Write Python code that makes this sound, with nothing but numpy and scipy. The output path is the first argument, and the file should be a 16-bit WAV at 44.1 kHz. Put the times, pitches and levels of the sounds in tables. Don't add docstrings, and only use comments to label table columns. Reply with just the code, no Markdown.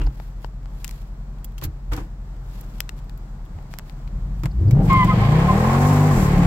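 import sys
import numpy as np
from scipy import signal
from scipy.fft import rfft, irfft, next_fast_len
from scipy.io import wavfile
from scipy.ndimage import uniform_filter1d

SR = 44100
rng = np.random.default_rng(int(sys.argv[2]) if len(sys.argv) > 2 else 0)


def store_pcm(level_fs):
    pcm = np.round(np.clip(level_fs, -1, 1) * 32767).astype(np.int16)
    wavfile.write(sys.argv[1], SR, np.atleast_2d(pcm).T)


N = 284886
TIME = np.arange(N) / SR

# time in seconds, cycle rate in Hz.
IDLE_SPEED = [(0, 5.33), (2.3, 5.54), (2.75, 5.3), (3.1, 5.43), (3.5, 4.83), (3.85, 4.6), (4.05, 5.05),
              (4.25, 5.7), (4.5, 6.07)]
THROTTLE_SPEED = [(4.559, 7.6), (4.69, 13.45), (4.76, 17), (4.82, 22.6), (4.87, 24.3), (4.95, 23.2),
                  (5.03, 23.9), (5.11, 23), (5.3, 29.2), (5.6, 41.3), (5.77, 46.5), (5.89, 50.1),
                  (5.99, 48.8), (6.09, 50.7), (6.151, 45.2), (6.21, 37.4), (6.4, 34.8)]
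# order, strength in dB in the flare, at low revs and at high revs.
LOW_ORDERS = [(1, 3, 11, -2), (2, 5, 5, 1.5), (3, -3, -10, 2.5), (4, -9, 3.5, -8.5), (5, -5, 0.5, 13.5),
              (6, -1, -7.5, -1.5), (7, -3, 0.5, -6.5), (8, 8, 3, -1), (9, -9, -1.5, -14),
              (10, -3.5, -5.5, -6.5)]
# start and length in seconds, pitch in Hz, level in dB, overtone gain in dB.
SQUEALS = [(4.895, 0.14, 1057, -16.5, -12.5), (4.912, 0.03, 1200, -31.5, -18),
           (4.981, 0.051, 1187, -31, -21), (5.074, 0.035, 1030, -19, -18.5), (5.1, 0.03, 1250, -27.5, -27),
           (5.479, 0.031, 1028, -16.5, -28), (5.639, 0.029, 1028, -25, -33)]
# centre and length in seconds, lift in dB.
GRIT_SURGES = [(5.86, 0.17, 3.5), (6.223, 0.12, 5.5)]
# centre and length in seconds, level in dB.
SHUDDERS = [(4.82, 0.29, -21), (6.18, 0.066, -20), (6.42, 0.17, -20.5)]
# start in seconds, relative level in dB, ring time in seconds,
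# tilt in dB per octave, left minus right in dB, pitch of the part in Hz.
CLICKS = [(.016, -27.5, 0.041, -9, -1, 2790), (.071, -28.5, 0.016, -10.5, 9, 820),
          (.2, -25, 0.0099, -11.5, 10.5, 870), (.4458, -21, 0.0083, -10.5, 11.5, 1000),
          (.658, -34, .0055, -9, 9, 2170), (.8453, -16, 0.0057, 1, 11, 2780),
          (.85, -24, 0.0036, -0.5, 10, 2400), (.879, -26.5, .0042, 1, 16, 5000),
          (.893, -28, 0.0058, -2, -7, 2400), (.911, -28, 0.0074, 2.5, 5, 2400),
          (1.445, -27, 0.033, 5.5, -1, 3370), (1.581, -34.5, 0.047, -.5, 2.5, 3190),
          (1.615, -35, .022, -3.5, 0, 2000), (1.638, -21.5, 0.045, 3.5, 0, 13400),
          (1.652, -25, .021, 7.5, -2, 11900), (1.917, -29, .012, -9, -3, 1850),
          (1.934, -27.5, .04, -1, 2.5, 2290), (1.965, -32.5, 0.031, .5, 1, 1800),
          (2.612, -28.5, 0.0059, 8.5, -4, 12300), (2.805, -7, 0.0046, -1.5, 8.5, 3420),
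          (2.8925, -22, 0.011, -3.5, 8.5, 2750), (3.096, -34, 0.0087, -1.5, 4, 1840),
          (3.176, -45.5, .028, 4, -7, 13600), (3.587, -33, 0.019, -11.5, 5, 840),
          (3.739, -23, 0.0039, -5, 11.5, 2020), (3.787, -20.5, 0.0059, -1.5, -6, 2170),
          (3.795, -27, 0.0056, -6, 3, 1920), (3.897, -37, 0.011, -5, 11, 4800),
          (4.076, -42, 0.036, -5, 4, 4170), (4.435, -32, .033, -2.5, -2, 2400),
          (4.457, -26, 0.021, -3.5, 5, 2095), (4.71, -29, 0.036, -1.5, 0, 2260),
          (4.932, -27, .017, 1, 0, 7500), (5.046, -31, 0.046, 2.5, 6, 7800)]
# start in seconds, relative level in dB,
# ring time in seconds, tilt in dB per octave.
KNOCKS = [(.003, -26, 0.31, -1.5), (0.061, -23.5, 0.11, -4), (1.621, -26.5, 0.18, -.5),
          (1.648, -23.5, 0.25, -6.5), (1.92, -25, 0.26, 1), (1.975, -27.5, 0.21, 0.5), (3.55, -28, 0.2, -8),
          (4.15, -29, .2, -9), (4.435, -25, .12, 0), (4.457, -17.5, 0.044, .5)]
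# centre and length in seconds, frequency in Hz, level in dB.
PHONE_JOLTS = [(0.016, 0.078, 44, -21.5), (0.067, 0.05, 42.4, -13.5), (1.66, 0.048, 74, -28.5),
               (1.907, 0.045, 45, -22), (4.461, 0.019, 141, -18.5)]
LEATHER_SQUEAKS = [(0.015, 0.059, 2890, -52.5), (0.068, 0.008, 4900, -46.5), (4.517, 0.013, 4830, -57),
                   (4.686, 0.017, 4938, -58)]
# centre and length in seconds, level in dB.
RUBS = [(.048, .06, -56), (0.214, 0.2, -59), (0.44, 0.071, -59), (0.9, 0.27, -54.5), (1.643, 0.04, -42),
        (1.98, 0.15, -60), (2.564, 0.2, -56.5), (2.774, 0.17, -59), (2.982, 0.031, -57),
        (3.73, 0.051, -52.5), (3.882, 0.055, -57.5), (4.4, .12, -65), (4.7, 0.3, -62), (4.88, .12, -53.5)]
# time in seconds, level in dB.
HUSH_LEVEL = [(0, -49.5), (1.2, -49), (2.2, -49), (2.7, -46.5), (3.5, -47), (4.4, -46.5)]
# frequency in Hz, left gain in dB, right gain in dB.
PORT_GAINS = [(1504, 0.5, 0.5), (2400, 1, 1.5), (4400, 2.5, 0), (6500, 3.5, -2), (7500, 8, 1), (8330, 3, 0),
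              (9520, -5, -4), (11600, 0.5, 6.5), (14900, -1.5, 2.5)]

# frequency in Hz, relative level in dB.
BOOM_SPECTRUM = [(24, -41), (36, -30.5), (50, -28), (66, -28), (82, -27.5), (104, -19), (150, -17),
                 (185, -23.5), (240, -35.5), (300, -33.5), (400, -29), (510, -25)]
RASP_SPECTRUM = [(200, -24), (290, 7.5), (400, 3.5), (480, 4), (560, -5.5), (620, -3.5), (700, -3.5),
                 (780, 4), (900, -6), (1300, -14), (1900, -24)]
GAS_SPECTRUM = [(25, -1), (45, -3), (90, 0.5), (170, -4), (260, 6), (470, 4), (570, 6), (820, -0.5),
                (1000, -4)]
ROAR_SPECTRUM = [(700, 2.5), (1150, -1), (1400, -6.5), (1650, -4.5), (2100, -4.5), (2800, -13.5),
                 (4500, -20), (8000, -39)]
GRIT_SPECTRUM = [(1500, -26.5), (3000, -16), (4500, -1.5), (7400, 0), (11000, -3.5), (16000, -6.5)]
SCRUB_SPECTRUM = [(900, -15), (1000, -14), (1045, -1), (1090, -6), (1200, -19.5)]
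TEAR_SPECTRUM = [(1900, -17), (2200, 8.5), (2700, -6.5), (3100, 1.5), (3700, -8), (4800, -9), (7000, -32)]
RUMBLE_SPECTRUM = [(24, -3), (38, 5), (55, -1), (80, 7.5), (140, -3), (190, 7.5), (250, -11), (320, -4),
                   (420, -16.5)]
SHUDDER_SPECTRUM = [(24, 1), (38, 6.5), (55, -5), (80, -3), (190, -12), (300, -12)]
MUTTER_SPECTRUM = [(60, -7.5), (80, 0), (100, -6.5), (135, 4.5), (170, -7), (205, -6), (260, -33.5),
                   (330, -40)]
IDLE_SHUDDER_SPECTRUM = [(22, -9), (38, 7), (60, 5.5), (130, -10.5), (220, -14.5)]
CLICK_SPECTRUM = [(300, -27), (900, -4.5), (1700, -2.5), (2800, 1.5), (4000, -1.5), (5200, 0), (7400, -4.5),
                  (9500, -7.5), (12500, -0.5), (16000, -2.5)]
KNOCK_SPECTRUM = [(40, -3.5), (80, 4.5), (140, 3.5), (220, -15), (310, -1), (400, -16.5), (490, -12.5),
                  (620, -22.5), (820, -17), (1500, -21.5), (4000, -38)]
RUB_SPECTRUM = [(300, -6), (1500, 5.5), (4500, 3), (7500, -3.5), (12000, -0.5), (16000, -3.5)]
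HUSH_SPECTRUM = [(120, -3), (210, -5.5), (280, -10.5), (400, -15), (520, -16.5), (830, -15.5), (1400, -21),
                 (2800, -34), (4500, -35), (7400, -39.5), (12000, -45.5), (16000, -43.5)]

FLARE_HZ, LOW_REVS_HZ, HIGH_REVS_HZ = 15.5, 26.16, 49.3
THROTTLE_S, THROTTLE_RISE_S, SLIP_S = 4.52, 0.058, 4.82


def engine_throb(cycle_hz, phase):
    throb = 0
    for order, *strengths_db in LOW_ORDERS:
        k = round(order)
        strength_db = np.interp(cycle_hz, [FLARE_HZ, LOW_REVS_HZ, HIGH_REVS_HZ], strengths_db)
        gain = undb(strength_db + 1.333 * walk(12.78)) * response(BOOM_SPECTRUM, k * cycle_hz)
        stray_rad = 0.9 if k in (1, 6, 9, 10) else 0.18
        throb += gain * np.sin(k * phase + 0.195 * k * k + stray_rad * walk(9))
    unevenness = np.minimum(3.5 / cycle_hz, 0.16)
    return throb * (1 + unevenness * walk(110))


def exhaust_rasp(cycle_hz, phase):
    rasp = 0
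    for k in range(11, 44):
        bank_gain = undb(4.3 * (k % 5 == 0))
        gain = bank_gain * response(RASP_SPECTRUM, k * cycle_hz)
        rasp += gain * (1 + 0.43 * walk(7)) * partial(phase, k)
    rasp /= np.sqrt(uniform_filter1d(rasp ** 2, size=8000) + 1e-9)
    gas = undb(-6) * noise(GAS_SPECTRUM) * (1 + 0.3 * np.sin(3 * phase))
    octaves = np.log2(cycle_hz / LOW_REVS_HZ)
    speed_db = 3.2 * octaves + 13.5 * np.minimum(octaves, 0)
    climb_hz_per_s = np.maximum(np.gradient(cycle_hz) * SR, 0)
    bark_db = 3 * swell(4.795, 0.054)
    return undb(-32.5 + speed_db + 0.0741 * climb_hz_per_s + bark_db) * (rasp + gas)


def wheelspin(cycle_hz, phase, wheel_lag_s=0.04, scrub_peak_s=5.73, free_spin_s=5.385):
    roar = noise(ROAR_SPECTRUM) * undb(-31 + walk(55) + 0.44 * walk(17))
    roar *= 1 + 0.084 * np.sin(2 * phase)
    roar *= undb(-4 * (1 - rise(5.08, 0.082)))
    wheel_octaves = np.log2(np.interp(TIME - wheel_lag_s, TIME, cycle_hz) / LOW_REVS_HZ)
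    surge_db = sum(db * swell(s, length) for s, length, db in GRIT_SURGES)
    grit_db = -50 + 8.5 * wheel_octaves + surge_db
    grit = noise(GRIT_SPECTRUM) * undb(grit_db + walk(43) + 1.5 * walk(900))
    scrub_db = -27.5 - 14 * np.abs(TIME - scrub_peak_s)
    scrub = noise(SCRUB_SPECTRUM) * undb(scrub_db + 1.5 * walk(70) + 3.1 * walk(24))
    tear_db = -42 - 60 * np.maximum(TIME - free_spin_s, 0)
    tear = noise(TEAR_SPECTRUM) * undb(tear_db + 2 * walk(120))
    bite = undb(6 * swell(4.91, 0.052))
    return rise(SLIP_S, 0.016) * grit + rise(SLIP_S, 0.091) ** 2 * (scrub + (roar + tear) * bite)


def tyre_squeal(settle_s=0.012, sag_s=0.15, attack_s=0.015, release_s=0.01, right_lead_rad=0.74):
    out = 0
    wobble = 1 + 0.00916 * walk(254)
    second, third = undb(2 * walk(25)), undb(-18) * (1 + 0.65 * walk(200))
    for start, length, hz, db, overtone_db in SQUEALS:
        age = np.maximum(TIME - start, 0)
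        bend = 1 + 0.045 * np.exp(-age / settle_s) - 0.058 * np.minimum(age / sag_s, 1) ** 3
        phase = 2 * np.pi * np.cumsum(hz * bend * wobble) / SR + np.array([[0], [right_lead_rad]])
        envelope = rise(start, attack_s) * np.exp(-np.clip((age - length) / release_s, 0, 50))
        harshness = 0.49 + 1.13 * rise(start, length)
        overtones = harshness * (second * np.sin(2 * phase) + third * np.sin(3 * phase))
        out += undb(db) * envelope * (np.sin(phase) + undb(overtone_db) * overtones)
    flutter_db = 0.54 * walk(150) + 0.37 * walk(450) + 0.57 * walk(25)
    return np.sqrt(2) * out * undb(flutter_db)


def body_shake(phase, throttle):
    rumble = undb(-28.5) * noise(RUMBLE_SPECTRUM) * (1 + 0.57 * np.cos(phase))
    return throttle * rumble + noise(SHUDDER_SPECTRUM) * swells(SHUDDERS)


def engine_idle(cycle_hz, phase):
    load = rise(3.995, 0.16)
    stumble_db = 14 * np.maximum(5.006 - cycle_hz, 0)
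    boom = sum(undb(db + 0.5 * walk(5)) * np.cos(k * phase) for k, db in [(6, -8), (8, 0), (10, -17)])
    mutter = sum(response(MUTTER_SPECTRUM, k * cycle_hz) * (1 + 0.5 * walk(2.1)) * partial(phase, k)
                 for k in range(12, 52))
    shudder = undb(-3) * noise(IDLE_SHUDDER_SPECTRUM)
    boom = undb(-32.5 + 6 * load - stumble_db) * unit(boom)
    mutter = undb(-43.5 + 9 * load) * (unit(mutter) + shudder)
    return (1 - rise(THROTTLE_S, 0.18)) * (boom + mutter)


def switch_clicks(size=4096, tail_t60=0.066):
    out, t = np.zeros((2, N)), np.arange(size) / SR
    for start, db, t60, tilt_db, pan_db, hz in list(CLICKS) + trim_ticks():
        decay, tail = undb(-60 * t / t60), undb(-29 - 60 * t / tail_t60)
        push = rng.standard_normal((2, size)) * (decay + tail)
        push[0] += 0.62 * decay * np.sin(2 * np.pi * hz * t)
        push[0, 0] += 7
        snap = ring(push, CLICK_SPECTRUM, tilt_db, t60, size=8192)
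        add(out, start, snap * undb(db - 12.5 + np.array([[pan_db], [-pan_db]]) / 2))
    return out


def trim_ticks(per_s=3):
    draws = rng.random((round(per_s * N / SR), 4))
    return [(when * TIME[-1], -49 + 5 * (force - 0.5), 0.012, 8 * (bright - 0.5), 8 * (side - 0.5), 3500)
            for when, force, bright, side in draws]


def knocks(size=8192):
    out, t = np.zeros((2, N)), np.arange(size) / SR
    for start, db, t60, tilt_db in KNOCKS:
        push = rng.standard_normal((2, size)) * undb(-60 * t / t60)
        add(out, start, ring(push, KNOCK_SPECTRUM, tilt_db, t60, size=16384) * undb(db - 7.5))
    return out


def phone_jolts():
    return sum(-np.sqrt(2) * undb(db) * swell(s, length) * np.cos(2 * np.pi * hz * (TIME - s))
               for s, length, hz, db in PHONE_JOLTS)


def rubs():
    squeaks = 0
    for centre, length, hz, db in LEATHER_SQUEAKS:
        phase = 2 * np.pi * hz * TIME + 1.8 * walk(300)
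        squeaks += undb(db) * swell(centre, length) * partial(phase, 0.96)
    return noise(RUB_SPECTRUM) * swells(RUBS) * undb(2.1 * walk(60) + 2 * walk(700)) + squeaks


def cabin_hush():
    return noise(HUSH_SPECTRUM) * undb(curve(HUSH_LEVEL) + 0.6 * walk(5))


def undb(db):
    return 10 ** (np.asarray(db) / 20)


def unit(x):
    return x / np.sqrt(np.mean(x ** 2))


def curve(table):
    return np.interp(TIME, *np.transpose(table))


def rise(start_s, rise_s):
    return np.clip((TIME - start_s) / rise_s, 0, 1)


def swell(centre_s, length_s):
    return np.exp(-np.minimum((2 * (TIME - centre_s) / length_s) ** 2, 50))


def swells(table):
    return sum(undb(db) * swell(s, length) for s, length, db in table)


def walk(rate_hz):
    f = np.arange(N // 2 + 1) * SR / N
    return unit(irfft(rfft(rng.standard_normal(N)) / (1 + (f / rate_hz) ** 4), N))


def partial(phase, order):
    return np.sqrt(2) * np.sin(order * phase + rng.uniform(0, 2 * np.pi))


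def response(spectrum, hz):
    f, db = np.transpose(spectrum)
    return undb(np.interp(np.log(hz + 1e-9), np.log(f), db))


def stereo(mid, side, hz, apart_hz=1500):
    width = 1.375 * hz / np.hypot(hz, apart_hz)
    return (mid + np.array([[1], [-1]]) * width * side) / np.hypot(1, width)


def noise(spectrum):
    f = np.arange(N // 2 + 1) * SR / N
    skirts = np.minimum(f / spectrum[0][0], 1) ** 2 * np.minimum(spectrum[-1][0] / (f + 1), 1) ** 2
    white = stereo(*rfft(rng.standard_normal((2, N))), f)
    return unit(irfft(white * response(spectrum, f) * skirts, N))


def ring(push, spectrum, tilt_db, t60, size):
    f = np.arange(size // 2 + 1) * SR / size + 1
    low_hz, high_hz = spectrum[0][0], spectrum[-1][0]
    gain = response(spectrum, f) * undb(tilt_db * np.log2(np.maximum(f, low_hz)))
    gain /= (1 + (low_hz / 2 / f) ** 2) * (1 + (f / high_hz / 2) ** 2)
    cepstrum = irfft(np.log(gain))
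    cepstrum[1:size // 2] *= 2
    cepstrum[size // 2 + 1:] = 0
    sound = irfft(stereo(*rfft(push, size), f) * np.exp(rfft(cepstrum)))
    return sound * np.sqrt(t60 * SR / np.sum(sound ** 2))


def add(out, start_s, sound):
    i = max(int(start_s * SR), 0)
    out[:, i:i + sound.shape[1]] += sound[:, :N - i]


def scene():
    cycle_hz = curve(list(IDLE_SPEED) + list(THROTTLE_SPEED))
    cycle_hz = uniform_filter1d(cycle_hz, size=1500)
    phase = 2 * np.pi * np.cumsum(cycle_hz * (1 + 0.002 * walk(25.93))) / SR
    throttle = rise(THROTTLE_S, THROTTLE_RISE_S)
    engine = engine_idle(cycle_hz, phase)
    engine += throttle * (engine_throb(cycle_hz, phase) + exhaust_rasp(cycle_hz, phase))
    engine += body_shake(phase, throttle)
    engine *= undb([[0.5], [-0.5]])
    tyres = wheelspin(cycle_hz, phase) + tyre_squeal()
    return engine + tyres + knocks() + phone_jolts() + rubs() + cabin_hush() + switch_clicks()


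def record(dry, low_cut_hz=16, high_cut_hz=15900):
    size = next_fast_len(N + 4096)
    f = np.arange(size // 2 + 1) * SR / size
    colour = [response(np.array(PORT_GAINS)[:, [0, side]], f) for side in (1, 2)]
    heard = irfft(rfft(dry, size) * colour, size)[:, :N]
    thinned = signal.sosfilt(signal.butter(2, low_cut_hz, "high", fs=SR, output="sos"), heard)
    return signal.sosfilt(signal.ellip(10, 0.2, 80, high_cut_hz, fs=SR, output="sos"), thinned)


dry = scene()
out = record(dry)
store_pcm(out)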